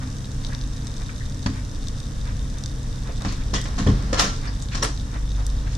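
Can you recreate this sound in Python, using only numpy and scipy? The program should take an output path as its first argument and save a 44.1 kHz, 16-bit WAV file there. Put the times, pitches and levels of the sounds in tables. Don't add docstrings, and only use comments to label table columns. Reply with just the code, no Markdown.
import sys
import numpy as np
from scipy import signal
from scipy.fft import rfft, irfft, next_fast_len
from scipy.io import wavfile
from scipy.ndimage import map_coordinates

SR = 44100
rng = np.random.default_rng(int(sys.argv[2]) if len(sys.argv) > 2 else 0)


def store_wav(level_fs):
    pcm = np.round(np.clip(np.atleast_2d(level_fs), -1, 1) * 32767)
    wavfile.write(sys.argv[1], SR, pcm.T.astype(np.int16))


N = 254796
TIME = np.arange(N) / SR

# frequency in Hz, relative level in dB.
CONTACT_SPECTRUM = [(80, -5), (300, -10), (550, -1), (850, -4.5), (1250, -5.5), (1800, -7), (2650, -12.5),
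                    (3100, -17), (4400, -16), (5400, -15.5), (7000, -17.5), (8300, -27), (10500, -36.5),
                    (15000, -62)]


def amp(db):
    return 10 ** (np.asarray(db) / 20)


def unit(x):
    return x / np.sqrt(np.mean(x ** 2) + 1e-20)


def along(points, hz):
    f, v = np.transpose(points)
    return np.interp(np.log(hz + 1), np.log(f + 1), v)


def automation(points):
    return np.interp(TIME, *np.transpose(points))


def wobble(rate):
    return map_coordinates(rng.standard_normal(int(N * rate / SR) + 4), [TIME * rate])


def add(track, s, sound):
    room = track[:, max(round(s * SR), 0):][:, :sound.shape[1]]
    room += sound[:, :room.shape[1]]


def bell(hz, centre_hz, octaves):
    return np.exp(-(np.log2((hz + 1) / centre_hz) / octaves) ** 2 / 2)


def resonant(hz, peaks):
    power = sum(amp(db) ** 2 / (1 + (2 * (hz - centre) / width) ** 2) for centre, width, db in peaks)
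    return np.sqrt(1 + power)


def noise(gain, size=N):
    # frequency in Hz, left-right correlation.
    likeness = [(60, 0.97), (230, 0.95), (380, 0.86), (640, 0.34), (1300, -0.29), (3100, 0.66),
                (7000, -0.16), (12000, 0.091)]
    m = next_fast_len(size)
    hz = np.fft.rfftfreq(m, 1 / SR)
    width = np.arccos(np.clip(along(likeness, hz), -1, 1)) / 2
    spectrum = rfft(rng.standard_normal((2, m))) * gain(hz)
    mid, side = irfft(spectrum * [np.cos(width), np.sin(width)], m)[:, :size]
    return unit(np.array([mid + side, mid - side]))


def driven(force, gain):
    size = force.shape[1]
    magnitude = unit(gain(np.fft.rfftfreq(size, 1 / SR)))
    cepstrum = irfft(np.log(np.maximum(magnitude, 1e-6)))
    half = len(cepstrum) // 2
    response = np.exp(rfft(np.r_[cepstrum[0], 2 * cepstrum[1:half], np.zeros(half)]))
    return irfft(rfft(force) * response, size)


def ringing(modes, vary_db=2, apart_hz=1300, rise_s=0.00072, size=SR // 2):
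    out, t = np.zeros((2, size)), np.arange(size) / SR
    for hz, db, t60 in modes:
        fade = amp(db + vary_db * rng.standard_normal() - 60 * t / t60)
        phase = rng.random() + rng.random((2, 1)) * min(hz / apart_hz, 1) ** 2
        out += fade * np.sin(2 * np.pi * (hz * t + phase))
    return out * np.minimum(t / rise_s, 1)


def hum(hz, drift=0.0043):
    pitch = hz * (1 + drift * wobble(7))
    return np.sqrt(2) * np.sin(2 * np.pi * (np.cumsum(pitch) / SR + rng.random()))


def carriage(hiss_db=-46.5, axle_hz=48.8, axle_db=-33, swell_s=4, swell_half_s=0.32):
    # frequency in Hz, relative level in dB.
    rumble_spectrum = [(12, -12.5), (20, 4.5), (30, 4.5), (45, -0.5), (62, -2), (80, -3.5), (115, -7.5),
                       (150, -11.5), (200, -13.5), (250, -15.5), (305, -16.5), (350, -31), (480, -25),
                       (700, -39.5), (1500, -93)]
    rolling_spectrum = [(200, -23), (430, 5), (750, 1), (1100, 3.5), (1750, -1), (2500, -9.5), (5000, -4.5),
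                        (12000, -32)]
    # pitch in Hz, rms level in dB, unsteadiness in dB.
    hum_tones = [(99.15, -38.5, 0), (129, -37, 1), (197.2, -48.5, 3), (256, -48.5, 3.5)]
    # time in seconds, strength in dB.
    track_shake = [(0, -31), (2.6, -30), (3.4, -29), (4.4, -29.5), (4.9, -29.5), (5.2, -28.5), (5.78, -29)]
    shake_db = automation(track_shake)
    rough_db = shake_db - shake_db.mean()
    swell = np.exp(-((TIME - swell_s) / swell_half_s) ** 2 / 2)
    rumble_db = shake_db.mean() + 1 + 0.09 * rough_db + 2.5 * swell
    rumble = amp(rumble_db) * noise(lambda hz: amp(along(rumble_spectrum, hz)))
    hiss_gain = amp(hiss_db + 6.5 * swell + 0.7 * wobble(5.4))
    hiss = hiss_gain * noise(lambda hz: amp(along(rolling_spectrum, hz)))
    hums = sum(amp(db) * unit(amp(sway * wobble(6)) * hum(hz)) for hz, db, sway in hum_tones)
    axle = amp(axle_db + 4.4 * rough_db + 3.4 * wobble(3.96)) * hum(axle_hz)
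    return rumble + hiss + hums + axle


def scuffs(gap_s=0.4, faint_db=-48.5, vary_db=5.5, faint_half_s=0.025, faint_hz=1700, size=SR // 2):
    # peak time in seconds, level in dB, half-length in seconds, band centre in Hz.
    near_brushes = [(0.028, -41, 0.012, 1300), (0.5, -41.5, 0.0068, 900), (0.536, -41.5, 0.011, 1600),
                    (1.018, -43, 0.0084, 1600), (3.098, -41.5, 0.014, 477), (3.222, -40, 0.016, 1020),
                    (3.297, -40, 0.047, 4030), (3.416, -43, 0.012, 1770), (4.732, -35, 0.011, 3300),
                    (5.158, -38, 0.016, 1320), (5.404, -41.5, 0.022, 950), (5.674, -42.5, 0.01, 1880),
                    (5.728, -45, 0.02, 5500)]
    out, t = np.zeros((2, N)), (np.arange(size) - size / 2) / SR
    faint = [((k + rng.random()) * gap_s, faint_db - vary_db * rng.standard_normal(),
              faint_half_s, faint_hz) for k in range(14)]
    for s, db, half_s, centre_hz in near_brushes + faint:
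        band = lambda hz: bell(hz, centre_hz, octaves=1) * amp(along(CONTACT_SPECTRUM, hz))
        swell = amp(db) * np.exp(-(t / half_s) ** 2 / 2) * noise(band, size)
        add(out, max(s + t[0], 0), swell[:, t > -s])
    return out


def taps(rise_s=0.0007, size=SR // 4):
    # start in seconds, level in dB, band centre in Hz, width in octaves, t60 in seconds.
    contacts = [(.520, -37, 1700, 0.23, 0.087), (1.091, -31, 1770, 0.41, .055),
                (1.207, -33.5, 1770, 0.16, 0.08), (1.461, -23.5, 4400, 0.25, 0.029),
                (1.4608, -23.5, 1030, 1, 0.045), (3.093, -37.5, 300, 0.53, 0.069),
                (3.248, -27.5, 700, 0.73, 0.078), (3.285, -35, 4700, 0.3, .09),
                (3.322, -34, 5500, 0.52, .05), (3.323, -35.5, 600, 0.73, .07),
                (3.365, -45, 4000, 0.66, 0.045), (3.376, -41, 1400, .4, .05),
                (3.543, -27, 5700, 0.32, 0.18), (3.582, -37, 2500, 1.0, .08), (3.640, -36, 6500, 0.3, .07),
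                (3.656, -36, 2500, .8, .05), (3.54, -34.5, 1910, 0.084, 0.34),
                (3.545, -29.5, 3200, 0.15, 0.23), (3.865, -20.5, 457, 0.2, 0.066),
                (3.874, -33.5, 3200, 0.083, 0.064), (4.128, -19.5, 490, 0.3, 0.097),
                (4.202, -18, 5500, 0.7, 0.01), (4.198, -38, 9900, .4, 0.22),
                (4.825, -31.5, 547, 0.16, 0.12), (4.831, -40, 11500, 0.18, 0.08),
                (4.832, -28.5, 1150, 0.27, .13), (4.474, -34.5, 4950, 0.14, 0.12),
                (4.473, -39, 1730, 0.099, 0.19), (4.622, -38, 7100, 0.22, 0.11),
                (4.832, -33.5, 8100, 0.23, 0.22)]
    out, t = np.zeros((2, N)), np.arange(size) / SR
    for s, db, centre_hz, octaves, t60 in contacts:
        envelope = amp(db - 60 * t / t60) * np.minimum(t / rise_s, 1)
        add(out, s, envelope * noise(lambda hz: bell(hz, centre_hz, octaves), size))
    return out


def door(deep_hz=65, clack_hz=600, rattle_hz=2800, muffle=0.4, hollow_db=-4, size=SR // 2):
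    # start in seconds, clack, thud and ring levels in dB, the thud's upper edge in Hz,
    # rise and t60 in seconds, the frequency in Hz around which the panel rings most.
    blows = [(1.460, -28, -22, -36, 335, 0.0021, 0.083, 480),
             (1.490, -48, -21.5, -44, 222, 0.0087, 0.066, 300),
             (3.245, -35, -32, -36, 480, 0.0045, 0.23, 990),
             (3.256, -45, -25.5, -38, 260, 0.0034, 0.18, 503),
             (3.533, -25.5, -24.5, -42, 415, 0.0087, 0.18, 500),
             (3.655, -36, -27.5, -47, 200, 0.002, 0.22, 1300),
             (3.779, -27.5, -25.5, -30.5, 232, 0.0088, 0.18, 840),
             (3.800, -42, -22.5, -48, 240, 0.011, 0.12, 300),
             (3.864, -29.5, -18.5, -26, 447, 0.005, 0.22, 330),
             (3.886, -37, -14, -29, 85, 0.0054, 0.089, 310),
             (4.127, -25.5, -25.5, -31.5, 500, 0.0035, 0.17, 1090),
             (4.171, -26.5, -35.5, -19, 550, 0.023, 0.37, 2100),
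             (4.192, -19.5, -30, -19.5, 546, 0.0031, 0.16, 734),
             (4.218, -25.5, -28, -28, 402, 0.002, 0.32, 1450),
             (4.742, -30.5, -34, -35, 300, 0.01, 0.21, 950),
             (4.819, -24.5, -28, -26.5, 600, 0.014, 0.19, 480)]
    # pitch in Hz, relative level in dB, t60 in seconds.
    frame_modes = [(96, 2, 0.25), (128, 0, 0.6), (195, 2, 0.16), (260, -8, 0.37), (318, -6, 0.17)]
    panel_modes = [(320, -6, 0.2), (425, -6, 0.29), (571, -7, 0.16), (703, -3.5, 0.24), (845, -14, .2),
                   (1080, -4, 0.33), (1200, -11, 0.35), (1305, -8, 0.2), (1360, -1, 0.42), (1714, -8, 0.2),
                   (2110, -15, 0.28), (3110, -6, 0.23), (4258, -13, 0.2), (5365, -10, 0.35)]
    # centre in Hz, width in Hz, strength in dB.
    fittings = [(470, 95, 12), (700, 29, -13), (1057, 110, 5.5), (1240, 72, 5), (1770, 240, 6.5),
                (3110, 320, 5), (3710, 200, 2), (4180, 66, 5.5), (5160, 53, -1), (5500, 66, 6),
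                (5900, 82, 4), (7040, 64, -8)]
    # time in seconds, peak in dB, half-length in seconds.
    air_pushes = [(1.465, -18, 0.0013), (3.869, -10, 0.0019)]
    out, t = np.zeros((2, N)), np.arange(size) / SR
    below = lambda f, edge_hz: 1 / (1 + (f / edge_hz) ** 4)
    body = lambda f: amp(along(CONTACT_SPECTRUM, f)) * resonant(f, fittings)
    clack_band = lambda f: body(f) * below(f, rattle_hz) * (1 - below(f, clack_hz))
    rattle_band = lambda f: body(f) * (1 - below(f, rattle_hz))
    for s, clack_db, thud_db, ring_db, thud_hz, rise, t60, ring_hz in blows:
        envelope = np.minimum(t / rise, 1) * amp(-60 * np.maximum(t - rise, 0) / t60)
        chatter = envelope * unit(amp(3 * map_coordinates(rng.standard_normal(size), [t * 600])))
        clack = amp(clack_db) * driven(chatter * noise(np.ones_like, size), clack_band)
        rattle_db = clack_db - 1 - muffle * (thud_db - clack_db)
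        rattle = amp(rattle_db) * driven(chatter * noise(np.ones_like, size), rattle_band)
        hollow = ringing([(hz, db, min(life, 2 * t60)) for hz, db, life in frame_modes])
        panel = ringing([(hz, db - 12 * (1 - bell(hz, ring_hz, octaves=0.42)), life)
                         for hz, db, life in panel_modes])
        thud_band = lambda f: below(f, thud_hz) * (1 - below(f, deep_hz)) * (f + deep_hz) ** -0.15
        thud = envelope * noise(thud_band, size) + amp(hollow_db) * hollow
        add(out, s, amp(thud_db) * thud + clack + rattle + amp(ring_db) * panel)
    for s, db, half_s in air_pushes:
        u = (TIME - s) / half_s
        out -= amp(db) * u * np.exp((1 - u ** 2) / 2)
    return out


def latch(at_s=4.829, half_s=0.004, squeak_hz=5600, squeak_db=-23, slide=0.018):
    # pitch in Hz, level in dB, t60 in seconds.
    bolt_modes = [(5560, -26.5, 0.19), (7860, -35, 0.24), (8900, -37, 0.11)]
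    u = (TIME - at_s) / half_s
    judder, grain = 0.012 * wobble(900), amp(2.5 * wobble(700))
    pitch = squeak_hz * (1 + slide * np.exp(-1 - np.maximum(u, -2)) + judder)
    squeak = np.sqrt(2) * np.sin(2 * np.pi * np.cumsum(pitch) / SR)
    envelope = amp(squeak_db) * grain * np.exp(-u ** 2 / 2)
    out = envelope * squeak * amp([[1.5], [-1.5]])
    add(out, at_s, ringing(bolt_modes))
    return out


def vestibule(x):
    # frequency in Hz, t60 in seconds.
    decay_times = [(150, 0.4), (1300, 0.22), (6000, 0.4), (13000, 0.067)]
    hz, t, spectra = signal.stft(noise(np.ones_like, SR // 2), SR, nperseg=256)
    fade = amp(-60 * t / along(decay_times, hz)[:, None])
    tail = signal.istft(spectra * fade, SR, nperseg=256)[1]
    return signal.fftconvolve(x, tail / np.linalg.norm(tail[0]), axes=1)[:, :N]


def bubbles(per_s, ring_hz, scatter, t60, spread_db, size=900):
    gap, mass, detune, *phases = rng.random((600, 5)).T[:, :, None]
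    starts = np.cumsum(0.2 + 1.6 * gap, axis=0) / per_s
    t = np.arange(size) / SR
    hz = ring_hz * (1 + scatter * 2 * (2 * detune - 1))
    fade = amp(spread_db * np.minimum(-np.log(mass), 2) - 60 * t / t60)
    where = (starts * SR).astype(int) + np.arange(size)
    pings = [fade * np.sin(2 * np.pi * (hz * t + phase / 2)) for phase in phases]
    return unit(np.array([np.bincount(where.ravel(), side.ravel(), N)[:N] for side in pings]))


def drop(tilt_db, cup_db=-9, cup_t60=0.015, recess_db=-29, recess_t60=0.26, vary_db=2, size=2048):
    # frequency in Hz, relative level in dB.
    tick_spectrum = [(1000, -19), (2600, -18.5), (3300, -8.5), (4150, -1.5), (4650, 3), (5500, 2.5),
                     (6400, 3.5), (7000, -10.5), (7900, 0), (8600, -7), (9300, -12), (11000, -21.5),
                     (15000, -35)]
    # centre in Hz, width in Hz, strength in dB.
    cup_resonances = [(3690, 170, 16), (6400, 300, -1)]
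    t = np.arange(size) / SR
    click = 3 * (t == 0)
    cup = amp(cup_db - 60 * t / cup_t60) * rng.standard_normal((2, size))
    recess = amp(recess_db - 60 * t / recess_t60) * rng.standard_normal((2, size))
    spot = 1 + 0.015 * (2 * rng.random() - 1)

    def colour(hz):
        ripple_db = vary_db * np.interp(hz, np.linspace(0, SR / 2, 24), rng.standard_normal(24))
        bright_db = tilt_db * np.log2(np.maximum(hz, 3000) / 5000)
        return resonant(hz * spot, cup_resonances) * amp(along(tick_spectrum, hz) + ripple_db + bright_db)

    return unit(driven(click + cup + recess, colour)) / np.sqrt(size)


def patter(beads_per_s=165, spread_db=8, spots=24):
    # time in seconds, relative level in dB.
    strike_levels = [(0, -4), (0.7, -2.5), (2.6, -5), (2.8, -3.5), (3.4, -4), (4.5, -2), (5.78, -9.5)]
    gap, mass, spot = rng.random((2000, 3)).T
    starts = np.cumsum(0.2 + 1.6 * gap) / beads_per_s
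    strength = amp(spread_db * np.minimum(-np.log(mass), 2.3))
    out = np.zeros((2, N))
    for k in range(spots):
        here = (starts < N / SR) & ((spot * spots).astype(int) == k)
        beads = np.bincount((starts[here] * SR).astype(int), strength[here], N)
        out += signal.oaconvolve(beads[None], drop(tilt_db=-0.58), axes=1)[:, :N]
    return amp(automation(strike_levels)) * unit(out)


def water(stream_db=-46.5, fizz_db=-2.5, bubbles_db=-14, gurgle_db=-12.5, heavy_db=15):
    # frequency in Hz, relative level in dB.
    spray_spectrum = [(1000, -44), (2600, -2), (3300, 0), (3700, 2.5), (4200, -35), (5300, 7.5),
                      (6400, 5.5), (7200, 3.5), (8300, 0.5), (10000, -4), (11300, -14), (13200, -12.5),
                      (15000, -50)]
    # start in seconds, relative level in dB, treble tilt in dB per octave.
    heavy_drops = [(0.2452, -31, -19), (0.4482, -23, -8), (0.549, -24, -7), (0.468, -30, -8),
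                   (0.613, -28, -10), (0.87, -26, 4), (1.872, -28, -5), (1.8843, -23.5, 3.5),
                   (2.0023, -28.5, 1), (2.585, -29.5, 3), (2.638, -24, -.5), (2.66, -23.5, 1),
                   (3.2207, -28, 4), (3.615, -23.5, 7), (4.6234, -29.5, 5), (4.6867, -30, -13),
                   (4.976, -28.5, -7), (4.9985, -30, -16), (5.307, -33, -15), (5.318, -30.5, -9),
                   (5.466, -23, 12), (5.501, -31, -1), (5.752, -27, -1)]
    beads = patter()
    fizz = unit(amp(1.6 * wobble(430)) * noise(lambda hz: amp(along(spray_spectrum, hz))))
    tiny = bubbles(per_s=70, ring_hz=3680, scatter=0.018, t60=0.015, spread_db=5)
    large = bubbles(per_s=80, ring_hz=1752, scatter=0.05, t60=0.03, spread_db=1)
    trapped = amp(bubbles_db + 1.35 * TIME) * tiny + amp(gurgle_db) * large
    landing = amp(stream_db - 0.23 * TIME)
    out = landing * (beads + amp(fizz_db) * fizz + trapped)
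    for s, db, tilt_db in heavy_drops:
        add(out, s, amp(db + heavy_db) * drop(tilt_db))
    return out


def scene(wet_db=-9, latch_wet_db=-16):
    clatter = (door() + taps() + scuffs()) * amp([[0.2], [-0.2]])
    bolt = latch()
    train = carriage()
    pour = water() * amp([[0.3], [-0.3]])
    reverb = vestibule(amp(wet_db) * clatter + amp(latch_wet_db) * bolt)
    return train + pour + clatter + bolt + reverb


def record(dry, top_hz=15200):
    m = next_fast_len(N + SR // 2)
    passband = np.fft.rfftfreq(m, 1 / SR) < top_hz
    return irfft(rfft(dry, m) * passband, m)[:, :N]


dry = scene()
out = record(dry)
store_wav(out)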